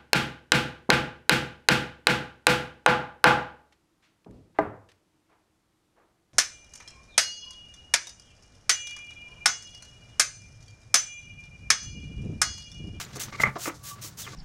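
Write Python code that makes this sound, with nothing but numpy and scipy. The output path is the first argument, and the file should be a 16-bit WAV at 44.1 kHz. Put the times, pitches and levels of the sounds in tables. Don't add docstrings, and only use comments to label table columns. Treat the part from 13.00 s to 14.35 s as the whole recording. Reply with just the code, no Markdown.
import sys
import numpy as np
from scipy import signal
from scipy.fft import rfft, irfft, next_fast_len
from scipy.io import wavfile
from scipy.ndimage import map_coordinates

SR = 44100
rng = np.random.default_rng(int(sys.argv[2]) if len(sys.argv) > 2 else 0)


def int16_out(signal):
    q = np.round(np.clip(np.atleast_2d(signal).T, -1, 1) * 32767)
    wavfile.write(sys.argv[1], SR, q.astype(np.int16))


N = 59535


def amp(db):
    return 10 ** (np.asarray(db) / 20)


def unit_rms(x):
    return x / np.sqrt(np.mean(x ** 2) + 1e-20)


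def clock():
    return np.arange(N) / SR


def along(points, hz):
    point_hz, values = np.transpose(points)
    return np.interp(np.log(hz + 1), np.log(point_hz + 1), values)


def filtered(x, response):
    size = next_fast_len(N + SR // 2)
    return irfft(rfft(x, size) * response(np.fft.rfftfreq(size, 1 / SR)), size)[:N]


def wobble(rate_hz):
    return map_coordinates(rng.standard_normal(int(N * rate_hz / SR) + 4), [clock() * rate_hz])


def swell(centre_s, half_s):
    return np.exp(-((clock() - centre_s) / half_s) ** 2)


def friction(spectrum, tilt_db_oct, snaps_per_s, snap_db, chatter_db, chatter_hz):
    snaps = (rng.random(N) < snaps_per_s / SR) * rng.standard_normal(N)
    force = rng.standard_normal(N) + amp(snap_db) * unit_rms(snaps)
    force *= amp(chatter_db * wobble(chatter_hz))

    def response(hz):
        treble_octaves = np.log2(np.maximum(hz, 2000) / 2000)
        return amp(along(spectrum, hz) + tilt_db_oct * treble_octaves)
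    return unit_rms(filtered(force, response))


def ring(modes, start_s, tilt_db_oct, attack_s, jitter_rad):
    age_s = np.maximum(clock() - start_s, 0)
    centre_hz = np.mean([mode[0] for mode in modes])
    out = np.zeros(N)
    for hz, db, t60_s in modes:
        level = amp(db + tilt_db_oct * np.log2(hz / centre_hz) - 60 * age_s / t60_s)
        out += level * np.sin(2 * np.pi * hz * age_s + jitter_rad * wobble(200))
    return out * (1 - np.exp(-age_s / attack_s))


# frequency in Hz, relative density in dB.
CUT_SPECTRUM = [(150, -37), (400, -9.5), (800, -7.5), (1300, -2.5), (2000, -3.5), (3000, -2), (4500, -2),
                (6500, 1.5), (8500, -4.5), (11000, -9.5), (15500, -9.5)]
# start, attack and hold in seconds, fade in dB/s, level in dB,
# treble tilt in dB/octave, lift-off time in seconds.
STROKES = [(-.02, .01, 0.024, 355, -35.5, -2, 0.052), (0.194, 0.0062, 0.019, 370, -32.5, 1.5, 0.27),
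           (0.397, .02, 0.022, 500, -31, -2, 0.4335), (0.58, 0.056, 0.049, 196, -35.5, 2, 0.69),
           (0.828, 0.055, .016, 297.5, -38, 2.5, .955), (1.011, 0.016, 0.037, 260, -39, 2.5, 1.1),
           (1.17, 0.021, 0.027, 386, -38, 2.5, 1.367)]


def strokes(bite_exponent=0.74, lift_edge_s=0.0081):
    t, out = clock(), np.zeros(N)
    for start_s, attack_s, hold_s, fade_db_per_s, db, tilt_db_oct, lift_s in STROKES:
        bite = np.clip((t - start_s) / attack_s, 0, 1) ** bite_exponent
        level = amp(db - fade_db_per_s * np.maximum(t - start_s - attack_s - hold_s, 0))
        contact = (1 - np.tanh((t - lift_s) / lift_edge_s)) / 2
        hiss = friction(CUT_SPECTRUM, tilt_db_oct, snaps_per_s=1500, snap_db=-4.5,
                        chatter_db=0.87, chatter_hz=260)
        out += bite * level * contact * hiss
    return out


# frequency in Hz, relative density in dB.
DRAG_SPECTRUM = [(150, 3), (350, 4.5), (800, -8.5), (1400, -1), (2800, -4.5), (4500, -3.5), (6300, -3.5),
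                 (8500, -16.5), (15500, -35.5)]
# start and length in seconds, level in dB, treble tilt in dB/octave.
DRAGS = [(0.042, 0.13, -51.5, -4.5), (0.131, 0.018, -46, 2), (0.154, 0.019, -40.5, 10),
         (0.179, 0.013, -41, -8.5), (0.228, 0.078, -47.5, -1), (0.323, 0.041, -44, -2.5),
         (0.374, 0.073, -51, 0.5), (0.438, 0.062, -58.5, 11), (0.554, 0.024, -43, -4.5),
         (0.695, 0.045, -55.5, 4), (.742, 0.035, -52.5, 8.5), (0.766, 0.061, -62, 8.5),
         (0.952, 0.059, -56, -4), (1.109, 0.036, -59.5, 4.5), (1.236, .12, -48, 2)]


def drags(edge_s=0.0026):
    t, out = clock(), np.zeros(N)
    for start_s, length_s, db, tilt_db_oct in DRAGS:
        contact = (np.tanh((t - start_s) / edge_s) - np.tanh((t - start_s - length_s) / edge_s)) / 2
        rub = friction(DRAG_SPECTRUM, tilt_db_oct, snaps_per_s=540, snap_db=-7,
                       chatter_db=1.5, chatter_hz=140)
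        out += amp(db) * contact * rub
    return out


# ratio to base pitch, relative level in dB.
SQUEAK_PARTIALS = [(0.99, 0.5), (0.622, -11), (.268, -19.5)]
# centre and half-length in seconds, level in dB, base pitch in Hz.
SQUEAKS = [(0.332, 0.013, -46, 2170), (0.35, 0.011, -40, 2183), (0.392, 0.0044, -36.5, 2230),
           (0.4036, 0.0034, -19, 2060), (0.4385, 0.0018, -7.5, 2045), (0.4424, 0.0012, -18, 2020),
           (.466, 0.0055, -26.5, 2185)]


def squeaks(jitter_rad=0.9):
    t, out = clock(), np.zeros(N)
    for centre_s, half_s, db, hz in SQUEAKS:
        for ratio, partial_db in SQUEAK_PARTIALS:
            phase = 2 * np.pi * hz * ratio * (t - centre_s) + jitter_rad * wobble(400)
            out += amp(db + partial_db) * swell(centre_s, half_s) * np.cos(phase)
    return out


# frequency in Hz, relative level in dB, T60 in seconds.
PLANK_MODES = [(321.7, -0.5, 0.066), (448, 4, 0.027), (650, 0, 0.057)]
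STICK_MODES = [(929, -0.5, 0.019), (1193, -0.5, 0.049), (1403, -0.5, 0.022), (1762, -3, 0.02),
               (2071, -8.5, 0.038), (2430, -7.5, 0.016)]
# start in seconds, plank level in dB, most excited plank pitch in Hz,
# stick level in dB, stick tilt in dB/octave.
KNOCKS = [(0, -44, 397, -36.5, 0), (.158, -37, 450, -38, 2), (.168, -30.5, 427, -48, -10),
          (0.209, -56, 400, -37.5, 2), (0.282, -43.5, 316, -41, 1), (.326, -42, 440, -41, -6),
          (0.399, -25, 650, -34, 1), (0.435, -27, 470, -17, 1.5), (0.456, -35.5, 500, -26, -2),
          (.557, -28.5, 373, -35.5, -4), (.5615, -26.5, 650, -59, 14), (.567, -25.5, 646, -34, -8),
          (.657, -31.5, 495, -25, 7), (.669, -34.5, 333, -42, -11.5), (.677, -20, 314, -28.5, -1),
          (1.044, -39, 304, -52, -13), (1.266, -51, 450, -35, 9.5), (1.275, -40, 407, -32, 8),
          (1.332, -43, 447, -41, 5)]


def knocks(falloff_db_oct=13.5):
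    out = np.zeros(N)
    for start_s, plank_db, spot_hz, stick_db, tilt_db_oct in KNOCKS:
        excited = [(hz, db - falloff_db_oct * abs(np.log2(hz / spot_hz)), t60_s)
                   for hz, db, t60_s in PLANK_MODES]
        out += amp(plank_db) * ring(excited, start_s, 0, attack_s=0.0013, jitter_rad=0.47)
        out += amp(stick_db) * ring(STICK_MODES, start_s, tilt_db_oct, attack_s=0.00042, jitter_rad=0.98)
    return out


# frequency in Hz, relative level in dB, T60 in seconds.
THUMP_MODES = [(63, -13, 0.093), (132.3, 1, 0.17), (204.7, -6.5, 0.11)]
# start in seconds, level in dB.
THUMPS = [(0.131, -36.5), (0.28, -38.5), (0.4, -29), (0.437, -26.5), (.471, -25), (0.546, -47),
          (1.288, -40.5)]


def thumps():
    return sum(amp(db) * ring(THUMP_MODES, start_s, 0, attack_s=0.0021, jitter_rad=0.43)
               for start_s, db in THUMPS)


# frequency in Hz, relative density in dB.
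JUDDER_SPECTRUM = [(150, -18), (400, -2.5), (700, -6), (930, 0), (1400, 0), (1700, -2.5), (2000, -3.5),
                   (2350, -0.5), (2650, -13.5), (4000, -22.5), (15000, -55)]
# centre and half-length in seconds, level in dB.
JUDDERS = [(0.404, 0.011, -35.5), (0.47, 0.023, -30.5), (0.687, .022, -34.5)]


def judders():
    level = sum(amp(db) * swell(centre_s, half_s) for centre_s, half_s, db in JUDDERS)
    return level * friction(JUDDER_SPECTRUM, 0, snaps_per_s=830, snap_db=1, chatter_db=3, chatter_hz=200)


# centre and half-length in seconds, level in dB.
BLADE_SWELLS = [(0.331, 0.0043, -42), (0.35, .007, -34.5), (0.568, 0.0064, -36.5), (0.86, 0.047, -53.5),
                (.916, .011, -40.5), (0.938, 0.0058, -44.5), (0.975, 0.022, -54), (1.342, 0.0095, -47.5)]


def blade_tone(mode_hz=1151, flutter_db=3.0, jitter_rad=0.75):
    level = sum(amp(db) * swell(centre_s, half_s) for centre_s, half_s, db in BLADE_SWELLS)
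    flutter = amp(flutter_db * wobble(140))
    return level * flutter * np.sin(2 * np.pi * mode_hz * clock() + jitter_rad * wobble(110))


# centre and half-length in seconds, level in dB, pitch in Hz, glide in octaves/s.
WHISTLES = [(0.052, 0.0023, -40.5, 7040, -3.5), (0.05, .003, -46.5, 3970, -1), (0.178, .008, -46, 6250, -2),
            (0.2374, 0.0034, -32, 6100, -2.5), (0.84, 0.0059, -45.5, 11100, -2.5),
            (1.247, 0.022, -43.5, 3370, -10)]


def whistles(jitter_rad=1.1):
    t, out = clock(), np.zeros(N)
    for centre_s, half_s, db, hz, glide_oct_per_s in WHISTLES:
        pitch_hz = hz * 2 ** np.clip(glide_oct_per_s * (t - centre_s), -1, 1)
        phase = 2 * np.pi * np.cumsum(pitch_hz) / SR + jitter_rad * wobble(500)
        out += amp(db) * swell(centre_s, half_s) * np.sin(phase)
    return out


# delay in seconds, gain in dB.
ECHOES = [(.0053, -16.5), (0.01, -19)]
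# frequency in Hz, T60 in seconds.
TAIL_T60 = [(150, .2), (320, 0.21), (1000, 0.2), (2200, 0.16), (5000, 0.13), (14000, 0.11)]


def walls(x, tail_db, build_s):
    hz, t, noise = signal.stft(rng.standard_normal(SR // 2), SR, nperseg=256)
    decay = amp(-60 * t / along(TAIL_T60, hz)[:, None])
    build = 1 - np.exp(-t / build_s)
    impulse = signal.istft(noise * decay * build, SR, nperseg=256)[1]
    tail = signal.fftconvolve(x, impulse / np.linalg.norm(impulse))[:N]
    early = filtered(x, lambda f: sum(amp(db) * np.exp(-2j * np.pi * f * delay_s)
                                      for delay_s, db in ECHOES))
    return x + early + amp(tail_db) * tail


# frequency in Hz, relative density in dB.
RUMBLE_SPECTRUM = [(20, -23), (55, -11.5), (90, -5), (125, 0), (180, -9.5), (260, -19), (600, -25),
                   (1400, -26.5), (2800, -37), (6000, -34), (15500, -47)]
# time in seconds, level in dB.
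RUMBLE_LEVEL = [(0, -47.5), (.3, -48), (.55, -47.5), (.64, -52), (.78, -50.5), (.81, -50), (.92, -50),
                (1.08, -48), (1.15, -49.5), (1.22, -47.5), (1.35, -47)]


def rumble():
    level = amp(np.interp(clock(), *np.transpose(RUMBLE_LEVEL)))
    noise = filtered(rng.standard_normal(N), lambda hz: amp(along(RUMBLE_SPECTRUM, hz)))
    return level * unit_rms(noise)


def scene():
    rubs = walls(strokes() + drags() + whistles(), tail_db=-14.5, build_s=0.014)
    contacts = walls(squeaks() + knocks() + judders() + blade_tone(), tail_db=-13, build_s=0.013)
    return (rubs + contacts + thumps() + rumble())[None]


def record(dry):
    return filtered(dry[0], lambda hz: hz < 15800)[None]


dry = scene()
out = record(dry)
int16_out(out)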